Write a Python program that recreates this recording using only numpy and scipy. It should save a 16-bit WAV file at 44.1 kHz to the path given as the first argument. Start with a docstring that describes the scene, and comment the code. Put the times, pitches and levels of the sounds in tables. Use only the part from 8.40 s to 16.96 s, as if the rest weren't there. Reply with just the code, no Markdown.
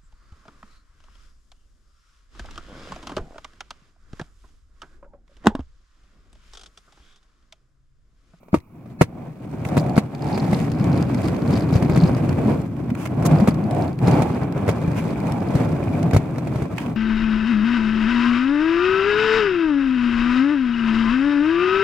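"""Skateboard on workshop concrete

A skateboard rides over a concrete floor, heard by two microphones hung under its wooden deck.
Two knocks come as the rider gets on; then noise bumps rumble in the deck and growl in the hard wheels,
with crackling grit. Damped modes bang over cracks; gliding resonances roar, short sines chatter and
rasping noise scuffs in the turns. The loose truck ticks, rattles, creaks and squeaks, and a washer chinks."""
import sys
import numpy as np
from scipy import signal
from scipy.fft import rfft, irfft
from scipy.io import wavfile
from scipy.ndimage import uniform_filter1d

SR = 44100
rng = np.random.default_rng(int(sys.argv[2]) if len(sys.argv) > 2 else 0)


def unload_audio(sound):
    """Save the sound as a 16-bit wav file, at the path given as the first command line argument."""
    columns = np.transpose(np.atleast_2d(sound))
    # keep every value between -1 and 1, then stretch to whole-number steps
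    steps = np.round(np.clip(columns, -1, 1) * 32767)
    wavfile.write(sys.argv[1], SR, steps.astype(np.int16))


N = 377496
TIME = np.arange(N) / SR
HIT = np.arange(8192) / SR  # time axis of one hit, s


def undb(db):
    """Decibels to gain."""
    return 10 ** (np.asarray(db) / 20)


def unit(x):
    """Scale to rms 1."""
    return x / np.sqrt(np.mean(x ** 2))


def punch(x, size):
    """Scale so that the first `size` samples of a hit have rms 1."""
    return x / np.sqrt(np.mean(x[..., :size] ** 2))


def decay(t, t60_s):
    """Exponential fade of 60 dB in t60_s."""
    return undb(-60 * t / t60_s)


def attack(t, rise_s):
    """Exponential approach to 1."""
    return 1 - np.exp(-t / rise_s)


def curves(table):
    """The dB columns of a table as gains over time."""
    s, *columns = np.transpose(table)
    return [undb(np.interp(TIME, s, c)) for c in columns]


def swells(rows):
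    """Smooth rises and falls, one for each (middle_s, length_s, height)."""
    out = np.zeros(N)
    for s, length, height in rows:
        add(out, s - length / 2, height * np.hanning(int(length * SR)))
    return out


def add(track, s, sound):
    """Mix a sound in at time s."""
    i = max(int(s * SR), 0)
    track[i:i + len(sound)] += sound[:max(N - i, 0)]


def gains(points, size):
    """A (Hz, dB) spectrum as gains on the bins of a transform."""
    hz, db = np.transpose(points)
    bins_hz = np.fft.rfftfreq(size, 1 / SR)
    return undb(np.interp(np.log(bins_hz + 1), np.log(hz), db))


def colour(x, points, size=4096):
    """Causal minimum-phase filter with the given spectrum."""
    cepstrum = irfft(np.log(gains(points, size)))
    cepstrum[1:size // 2] *= 2
    cepstrum[size // 2 + 1:] = 0
    response = irfft(np.exp(rfft(cepstrum)))
    return signal.fftconvolve(x, response)[:len(x)]


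def walk(rate_hz):
    """Smooth random wander about zero, rms 1."""
    k = int(SR / rate_hz)
    steps = np.repeat(rng.standard_normal(N // k + 1), k)
    return unit(uniform_filter1d(steps, k)[:N])


def bumps(rate_hz, spread_db):
    """Random contacts of either sign, scattered in strength by spread_db."""
    chance, size, sign = rng.random(N), rng.standard_normal(N), rng.choice([-1, 1], N)
    return (chance < rate_hz / SR) * sign * undb(spread_db * np.clip(size, -2.5, 2.5))


def crackle(rate_hz, spread_db, t60_s):
    """Random grains, each a brief fading burst of noise."""
    power_step = undb(-120 / (t60_s * SR))
    power = signal.lfilter([1], [1, -power_step], bumps(rate_hz, spread_db) ** 2 + 1e-9)
    return np.sqrt(power) * rng.standard_normal(N)


def ring(modes, scatter_db, detune):
    """Damped modes; each call draws new weights, signs and detuning, as if struck elsewhere."""
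    hz, t60, db = np.transpose(modes)[:, :, None]
    a, b, c = rng.standard_normal((3, len(modes), 1))
    envelope = undb(db + scatter_db * a) * decay(HIT, t60)
    tones = np.sin(2 * np.pi * hz * (1 + detune * b) * HIT)
    return np.sum(np.sign(c) * envelope * tones, axis=0)


def resonance(x, hz, width_hz):
    """A resonance whose pitch moves."""
    turn = np.exp(2j * np.pi * np.cumsum(hz) / SR)
    return np.imag(turn * signal.lfilter([1], [1, -np.exp(-np.pi * width_hz / SR)], x / turn))


# stereo width of the two ports: freq_hz [Hz], side_minus_mid_db [dB]
PORT_WIDTH = [(50, -28), (130, -19), (280, -12), (480, -3), (660, -8), (870, -5), (1150, -8), (1900, -2),
              (2400, -4), (3000, 0), (16000, 0)]
# balance of the two ports: freq_hz [Hz], left_minus_right_db [dB]
PORT_BALANCE = [(60, .2), (150, .6), (330, -1.4), (500, -1), (900, -4.5), (1300, -2), (2200, -3), (3200, 0),
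                (4400, 3.5), (6200, -2.5), (7500, .3), (16000, .6)]


def ports(x, scatter_t60_s=0.025, size=2048):
    """Deck-floor reflections reach the two microphone ports differently, more so in the treble."""
    paths = rfft(rng.standard_normal(size) * decay(HIT[:size], scatter_t60_s))
    side = gains(PORT_WIDTH, size) * paths / np.abs(paths)
    lean = np.sqrt(gains(PORT_BALANCE, size))
    pair = np.array([(1 + side) * lean, (1 - side) / lean]) / np.sqrt(1 + np.abs(side) ** 2)
    response = np.roll(irfft(pair), size // 2, axis=1)
    return signal.fftconvolve(x[None], response, axes=1)[:, size // 2:size // 2 + N]


def hiss(level_db=-82):
    """Faint even microphone hiss: white noise, independent per channel."""
    return undb(level_db) * rng.standard_normal((2, N))


# steady bed spectrum: freq_hz [Hz], density_db [relative dB per Hz]
BED_SPECTRUM = [(30, 13), (120, -9), (300, -7), (600, -5), (1200, -4), (1800, -27), (2350, -8.5),
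                (3200, -29), (8000, -30), (16000, -21)]


def steady_bed(level_db=-58):
    """A faint steady bed of coloured noise, with a band near 2.3 kHz."""
    return ports(undb(level_db) * unit(colour(rng.standard_normal(N), BED_SPECTRUM)))


def workshop(x, t60_s=0.18, wet_db=-27):
    """Faint tail of the cluttered room: convolution with decaying low-passed noise."""
    t = TIME[:SR // 2]
    tail = rng.standard_normal((2, len(t))) * decay(t, t60_s) * attack(t, 0.0066)
    tail = tail / np.sqrt(np.sum(tail[0] ** 2))
    tail = signal.lfilter(*signal.butter(1, 3000, fs=SR), tail)
    return undb(wet_db) * signal.fftconvolve(x, tail, axes=1)[:, :N]


# loose washer's modes: freq_hz [Hz], t60_s [s], level_db [relative dB]
WASHER_RING = [(2220, 0.023, 5), (2410, 0.031, 4)]
# chinking runs: start_s [s], end_s [s], level_db [dB]
CHINK_RUNS = [(6.419, 6.99, -41), (7.403, 7.6, -37.5)]


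def washer(count=12, gap_s=0.052, jitter_s=0.036):
    """A loose washer is thrown against its nut at uneven intervals and rings briefly."""
    out = np.zeros(N)
    for start, end, db in CHINK_RUNS:
        times = start + gap_s * np.arange(count) + jitter_s * rng.standard_normal(count)
        for s in times:
            chink = ring(WASHER_RING, scatter_db=1, detune=.02)
            if s < end:
                add(out, s, undb(db) * punch(chink, size=220))
    return ports(out)


# bushing squeaks in the tightest turns: middle_s [s], length_s [s], pitch_hz [Hz], level_db [dB]
SQUEAK_EVENTS = [(4.65, .07, 1080, -43), (8.395, 0.034, 1070, -33.5), (8.447, 0.066, 1010, -40)]
# squeak partials: pitch_multiple [ratio], level_db [relative dB]
PARTIALS = [(1, 1), (1.55, -9), (2.27, -11.5), (2.95, -12)]


def squeaks(width_hz=110, waver=.025):
    """Rubber dragged round the kingpin: random slips drive a few wavering resonant partials."""
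    s, length, hz, db = np.transpose(SQUEAK_EVENTS)
    pitch = np.interp(TIME, s, hz) * (1 + waver * walk(40))
    slips = bumps(rate_hz=4100, spread_db=11)
    song = np.zeros(N)
    for multiple, level_db in PARTIALS:
        narrow = resonance(slips, multiple * pitch, width_hz)
        song += undb(level_db) * unit(resonance(narrow, multiple * pitch, 3 * width_hz))
    return ports(unit(song) * swells(zip(s, length, undb(db))))


# bushing creaks and snaps while steering: middle_s [s], length_s [s], level_db [dB]
CREAK_EVENTS = [(1.252, 0.0073, -31), (4.504, 0.008, -38), (4.552, 0.0077, -36), (4.618, 0.12, -43),
                (4.66, 0.022, -33), (6.583, .07, -38), (8.383, 0.0063, -25), (8.412, 0.093, -43),
                (8.464, 0.015, -37.5)]
# rubber bushing creak spectrum: freq_hz [Hz], density_db [relative dB per Hz]
BUSHING_SPECTRUM = [(500, -12), (850, 3.5), (1000, 2.5), (1250, -4), (1900, -6), (2400, -3), (2750, -5.5),
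                    (3300, -13), (3900, -21), (5500, -21.5), (9000, -24.5), (16000, -30)]


def creaks():
    """A bushing sticks and slips in short runs that ring the truck: bumps and noise, coloured."""
    out = np.zeros(N)
    for s, length, db in CREAK_EVENTS:
        swell = np.hanning(int(length * SR))
        slips = bumps(rate_hz=900, spread_db=3) + .15 * rng.standard_normal(N)
        slips = np.pad(slips[:len(swell)] * swell, (0, len(HIT)))
        add(out, s - length / 2, undb(db) * punch(colour(slips, BUSHING_SPECTRUM), size=len(swell)))
    return ports(out)


# wheels slipping sideways: middle_s [s], length_s [s], level_db [dB]
SCUFF_EVENTS = [(1.274, 0.092, -48), (1.408, .05, -46), (4.62, 0.13, -46), (4.659, 0.028, -44),
                (4.863, 0.034, -26), (6.584, 0.1, -45.5)]
# sliding tread spectrum: freq_hz [Hz], density_db [relative dB per Hz]
SCUFF_SPECTRUM = [(600, -70), (1000, 18), (2000, -1), (3000, 2), (4000, 0.5), (6000, 5), (10000, 2.5),
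                  (16000, -4.5)]


def scuffs():
    """A sliding tread sticks and slips in a dense rasp of coloured bumps."""
    slip = swells((s, length, undb(db)) for s, length, db in SCUFF_EVENTS)
    return ports(slip * unit(colour(bumps(rate_hz=20000, spread_db=6), SCUFF_SPECTRUM)))


# randomly strewn ticks: start_s [s], end_s [s], snap_db, ring_db [dB before trims in ticks()]
STRAY_SPELLS = [(1.779, 3.8, -51, -46), (4.85, 7.752, -49.5, -53.5)]


def stray_ticks(count=32, scatter_db=5.5):
    """Rows of random ticks, strewn unevenly over each spell."""
    rows = []
    for start, end, snap_db, ring_db in STRAY_SPELLS:
        times = start + (end - start) * (np.arange(count) + rng.random(count)) / count
        scatter = scatter_db * rng.standard_normal((count, 2))
        rows += [(s, snap_db + a, ring_db + b) for s, (a, b) in zip(times, scatter)]
    return rows


# single grain cracks and truck ticks: start_s [s], snap_db, ring_db [dB before trims in ticks()]
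TICK_EVENTS = [(0.185, -54, -62), (0.202, -57, -64), (1.288, -41, -60), (1.397, -48, -45),
               (1.495, -46, -44), (1.558, -57, -40), (1.749, -47, -43), (1.928, -53, -39),
               (2.146, -53, -32.5), (2.317, -41.5, -40.5), (2.442, -39.5, -47), (2.576, -42, -40),
               (2.625, -41, -36.5), (2.883, -38.5, -39), (3.137, -49, -34.5), (3.177, -42, -49),
               (3.748, -46, -40), (3.892, -40, -39), (3.927, -42, -51), (4.216, -49, -54),
               (4.672, -39.5, -60), (4.986, -55, -41), (5.009, -55, -42), (5.348, -42, -61),
               (5.422, -53, -40), (5.589, -43, -51), (5.673, -41, -32), (5.712, -35, -56),
               (6.178, -45, -60), (6.313, -42, -44), (6.869, -41.5, -68), (6.921, -37.5, -65),
               (7.629, -38.5, -67)]
# loose-truck rattle bouts: middle_s [s], length_s [s], level_db [dB before channel gains]
RATTLE_BOUTS = [(1.385, 0.069, -42.5), (1.974, 0.44, -48), (2.498, 0.71, -57), (2.836, 0.23, -45.5),
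                (3.174, .22, -46), (3.355, 0.082, -40.5), (3.6, 0.35, -44.5), (4.097, 0.2, -53),
                (4.97, .16, -57), (5.723, 0.18, -48)]
# metal truck's damped resonance: freq_hz [Hz], density_db [relative dB per Hz]
TRUCK_SPECTRUM = [(1500, -12), (2800, -5), (3500, -7), (4000, 2), (4450, 5), (5000, 4), (5600, -9),
                  (7500, -13), (10000, -36), (16000, -38)]
# floor grit, also in knocks and wheels: freq_hz [Hz], density_db [relative dB per Hz]
GRIT_SPECTRUM = [(800, -4), (2000, 15.5), (3200, 5), (4500, 4), (6000, 1), (8500, 0.5), (11000, -4.5),
                 (14000, -7.5), (16000, -15)]


def ticks(t60_s=0.017, snap_trim_db=3, ring_trim_db=-2, left_db=2.75, right_db=-5.5):
    """Grains snap under the tread; the truck, off to the left, ticks and rattles: noise bursts."""
    snaps, taps = np.zeros(N), np.zeros(N)
    looseness = swells((s, length, undb(db)) for s, length, db in RATTLE_BOUTS)
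    impacts = crackle(rate_hz=170, spread_db=4, t60_s=.007)
    rattle = looseness * unit(colour(impacts, TRUCK_SPECTRUM))
    for s, snap_db, ring_db in TICK_EVENTS + stray_ticks():
        bursts = rng.standard_normal((2, len(HIT))) * decay(HIT, t60_s) * attack(HIT, 0.00016)
        snap = punch(colour(bursts[0], GRIT_SPECTRUM), size=176)
        tap = punch(colour(bursts[1], TRUCK_SPECTRUM), size=176)
        add(snaps, s, undb(snap_db + snap_trim_db) * snap)
        add(taps, s, undb(ring_db + ring_trim_db) * tap)
    return ports(snaps) + (taps + rattle) * undb([[left_db], [right_db]])


# wheels hopping on their own springiness: middle_s [s], length_s [s], pitch_hz [Hz], peak_rms_db [dB]
CHATTER_EVENTS = [(3.638, .05, 170, -7.5), (4.077, 0.1, 217.5, -16.5), (4.52, .035, 232, -19),
                  (4.935, .09, 154.7, -11.5), (5.029, 0.0445, 210, -9.5), (5.237, 0.11, 208.3, -20.5)]


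def chatter():
    """A wheel hops at a nearly steady rate: short sine swells."""
    out = np.zeros(N)
    for s, length, hz, db in CHATTER_EVENTS:
        swell = np.hanning(int(length * SR))
        hops = np.sin(2 * np.pi * hz * TIME[:len(swell)])
        add(out, s - length / 2, np.sqrt(2) * undb(db) * swell * hops)
    return ports(out)


# the ride: time_s [s], drive_db [dB, per wheel before layer gains], floor_coarseness_db [dB]
RIDE_CURVE = [(.25, -57, -16), (.35, -42, -8), (.82, -40.5, -7.5), (.98, -42, -4.5), (1.07, -33, -3.5),
              (1.5, -23.5, 1), (1.68, -35.5, 0), (1.92, -24, 0.5), (3.55, -19.5, 1), (4.14, -21.5, 1),
              (4.3, -27, -4), (5.35, -25, -1), (5.56, -30.5, -7), (5.65, -17, 5), (6.1, -26.5, 2.5),
              (7.66, -21, 1.5), (7.86, -27.5, 1), (8.56, -27, 0)]
CRUISE_DB = -22  # reference drive level


def rolling_gain():
    """How hard the board rolls, as a gain over time."""
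    return curves(RIDE_CURVE)[0]


# hollow wheel swells as the rider leans:
# middle_s [s], length_s [s], pitch_hz [Hz], level_db [dB, gain added to the rest roar]
ROAR_SWELLS = [(.79, 0.29, 690, -45), (1.44, 0.52, 693, -31), (1.955, 0.57, 830, -35),
               (3.0, 0.55, 504, -38), (4.077, 0.33, 470, -28), (4.914, 0.57, 710, -32),
               (5.376, 0.37, 700, -27.5), (5.756, 0.38, 820, -28.5), (6.943, 0.38, 880, -37.5),
               (7.2, 0.43, 540, -33), (7.6, 0.77, 654, -37)]


def roar(rest_db=-24):
    """Floor grain drives a hollow resonance of the loaded wheels, gliding from lean to lean."""
    s, length, hz, db = np.transpose(ROAR_SWELLS)
    pitch = np.interp(TIME, s, hz)
    # the rest level follows the ride; swells add to it as gains
    level = undb(rest_db) * rolling_gain() + swells(zip(s, length, undb(db)))
    grain = bumps(rate_hz=2000, spread_db=2.0)
    hollow = resonance(resonance(grain, pitch, width_hz=210), pitch, width_hz=220)
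    return ports(unit(hollow) * level)


# blows through wheels and deck: start_s [s], bounce_hz [Hz], thud_db [dB], clack_db [dB]
KNOCK_EVENTS = [(.031, 200, -65, -49), (0.083, 200, -60, -45.5), (.131, 187, -13, -33),
                (0.142, 309, -10.5, -13.5), (0.16, 148, -27, -34), (.172, 80, -24, -41),
                (.458, 197, -48, -45.5), (0.6114, 150, -6, -8), (0.617, 158, -20, -15.5),
                (.634, 110, -23, -37), (1.2498, 118, -28, -34), (1.368, 198, -14, -18),
                (1.376, 164, -12.5, -20.5), (1.462, 150, -22, -33), (1.564, 187, -19, -22),
                (1.578, 207, -6, -13.5), (1.976, 229, -37, -23), (2.13, 178, -11.5, -20.5),
                (2.05, 170, -38, -37), (3.105, 167, -21, -27.5), (3.326, 173, -12, -27),
                (3.354, 111, -7.5, -24), (3.424, 162, -11.5, -25), (3.496, 159, -10, -26),
                (3.559, 173, -15, -21.5), (3.574, 175, -10, -24.5), (3.766, 196, -20, -28),
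                (3.888, 180, -20, -31), (4.776, 150, -21, -46), (4.824, 130, -19, -27),
                (4.851, 170, -26, -21), (4.859, 153, -12, -39), (5, 170, -16, -25), (5.074, 230, -18, -17),
                (5.084, 239, -9, -21), (5.626, 151, -17, -36), (5.678, 174, -11, -19.5),
                (5.82, 149, -28, -18.5), (6.278, 110, -14, -21.5), (6.289, 111, -18, -16),
                (6.477, 152, -12, -34), (6.575, 160, -32, -38), (7.152, 144, -11.5, -24.5),
                (7.733, 110, -13, -21), (7.745, 117, -8, -23), (7.764, 115, -6.5, -15.5),
                (7.982, 130, -27, -26.5), (8.071, 157, -21, -29.5), (8.158, 147, -17.5, -28.5),
                (8.22, 139, -19, -28), (8.46, 148, -24, -41)]
# struck board's modes, also in wheels: freq_hz [Hz], t60_s [s], level_db [relative dB]
BOARD_MODES = [(257, 0.047, -1), (391, 0.026, 4), (485, 0.044, -2), (583, 0.015, 7), (669, 0.027, -4),
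               (743, 0.01, 4), (930, 0.044, -5), (1090, 0.055, -12), (1285, 0.037, -7.5),
               (1390, 0.036, -18), (1500, 0.013, -7), (1840, 0.022, -18), (2210, .02, -15),
               (2410, 0.033, -18), (2770, 0.018, -29)]


def knocks(thud_t60_s=0.049, crunch_t60_s=0.06, crunch_db=-13, crunch_slope=0.16, bass_cut_hz=70):
    """Each blow bounces the board on its wheels, rings the deck and crushes grit with its clack."""
    body, crush = np.zeros(N), np.zeros(N)
    for s, hz, thud_db, clack_db in KNOCK_EVENTS:
        thud = -np.sin(2 * np.pi * hz * HIT) * decay(HIT, thud_t60_s)
        modes = ring(BOARD_MODES, scatter_db=1.5, detune=.025)
        clack = modes * attack(HIT, 0.00027)  # the tread cushions the contact
        crunch = attack(HIT, 0.0004) ** 2 * decay(HIT, crunch_t60_s)
        add(body, s, undb(thud_db) * punch(thud, size=441))
        add(body, s, undb(clack_db) * punch(clack, size=441))
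        add(crush, s, undb(clack_db + crunch_db) * punch(crunch, size=441))
    # a faster wheel crushes more grit: slope in dB per dB of drive
    crush = crush * (rolling_gain() / undb(CRUISE_DB)) ** crunch_slope
    # the blows carry no deep bass
    body = signal.lfilter(*signal.butter(2, bass_cut_hz, "high", fs=SR), body)
    grit = unit(colour(bumps(rate_hz=8300, spread_db=1), GRIT_SPECTRUM))
    return ports(body + crush * grit)


# coarse, smooth and sandy floor: middle_s [s], length_s [s], coarser_db [dB], extra_grit_db [dB]
FLOOR_PATCHES = [(0.508, 0.11, 4, 6), (0.82, 0.35, 8, -0.5), (1.04, 0.49, 2.5, 3.5), (1.327, 0.27, 6, -1),
                 (1.946, 0.71, 3, 3.5), (2.194, 0.32, 1, 7.5), (2.547, 0.32, 6, -3), (2.854, 0.25, 4, 5),
                 (3.144, 0.24, 3, 5), (3.366, 0.097, 2.5, 7.5), (3.492, 0.19, 2.5, -3), (3.639, 0.14, 5, 0),
                 (4.12, 0.22, 3.5, 0.5), (4.746, 0.17, -1, -1), (4.928, 0.55, 12.5, -1.5),
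                 (5.202, 0.25, 3.5, -4), (5.427, 0.36, 11.5, -1.5), (5.77, 0.21, 4.5, 0),
                 (6.104, 0.21, -3, -5), (6.268, 0.42, 3.5, -3.5), (6.4, 0.19, -1, 3), (6.616, 0.31, 1, 5),
                 (6.92, 0.14, 3, 0), (7.186, 0.21, 3.5, 4.5), (8.175, 0.29, 2.5, 1.5),
                 (8.4, 0.16, -0.5, 10.5)]
GROWL_DB, GROWL_SLOPE = -32.5, 0.67  # drive at cruise before layer gains; dB per dB of ride
GRIT_DB, GRIT_SLOPE = -57, 0.65  # the same for grit
PATCH_RUMBLE_SHARE = 0.63  # dB of rumble per dB of coarser patch


def contact_levels():
    """Rumble, growl and grit rise with the ride; coarse floor lifts growl and grit most."""
    level, coarse = curves(RIDE_CURVE)
    pace = level / undb(CRUISE_DB)
    patch_db = swells((s, length, db) for s, length, db, _ in FLOOR_PATCHES)
    sand_db = swells((s, length, db) for s, length, _, db in FLOOR_PATCHES)
    rumble = level * undb(PATCH_RUMBLE_SHARE * patch_db)
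    growl = pace ** GROWL_SLOPE * coarse * undb(GROWL_DB + patch_db)
    grit = pace ** GRIT_SLOPE * coarse * undb(GRIT_DB + patch_db + sand_db)
    return rumble, growl, grit


# deck rumble spectrum: freq_hz [Hz], density_db [relative dB per Hz]
DECK_SPECTRUM = [(20, -34), (35, -63), (55, -15), (80, -9), (115, -1), (160, 0.5), (215, -4.5), (280, -4),
                 (360, -11), (450, -23), (700, -49), (1500, -63)]
# hard wheel growl spectrum: freq_hz [Hz], density_db [relative dB per Hz]
WHEEL_SPECTRUM = [(200, -36.5), (380, 2), (480, 3.5), (660, 1.5), (850, -3), (1100, -6), (1300, -10),
                  (1550, -13), (1900, -20.5), (2350, -14.5), (2800, -24.5), (3500, -29), (6000, -89),
                  (12000, -110)]


def wheel(rumble, growl, grit, deck_db=-5, tread_db=-7, jolt_db=-18, sand_t60_s=0.0039):
    """One wheel: broad bumps shake the deck, fine ones ring the wheel, pits jolt the board, sand cracks."""
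    patch = walk(55)  # rough and smooth floor passes under the tread
    deck = colour(bumps(rate_hz=900, spread_db=3) * undb(1.68 * patch), DECK_SPECTRUM)
    tread = colour(bumps(rate_hz=1300, spread_db=5) * undb(3.03 * patch), WHEEL_SPECTRUM)
    board = ring(BOARD_MODES, scatter_db=1, detune=.04)
    jolts = signal.fftconvolve(bumps(rate_hz=100, spread_db=2.5), board)[:N]
    sand = crackle(rate_hz=1800, spread_db=6, t60_s=sand_t60_s) * undb(2.5 * patch)
    pebbles = crackle(rate_hz=7, spread_db=3, t60_s=.005)
    grains = unit(colour(unit(sand) + .4 * unit(pebbles), GRIT_SPECTRUM))
    contact = unit(tread) * undb(tread_db) + unit(jolts) * undb(jolt_db)
    return ports(rumble * unit(deck) * undb(deck_db) + growl * contact + grit * grains)


def scene():
    """Four wheels and the board's knocks, ticks, creaks and scuffs in the room."""
    controls = contact_levels()
    rolling = sum(wheel(*controls) for _ in range(4)) + roar() + chatter()
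    board = rolling + knocks() + ticks() + washer() + creaks() + squeaks() + scuffs()
    return board + workshop(board) + steady_bed() + hiss()


def record(dry, top_hz=15900):
    """The hardest knocks overload the input softly; a steep low-pass cuts the top."""
    clipped = dry / (1 + dry ** 8) ** (1 / 8)
    lowpass = signal.ellip(10, .2, 80, top_hz, fs=SR, output="sos")
    return signal.sosfilt(lowpass, clipped)


dry = scene()
out = record(dry)
unload_audio(out)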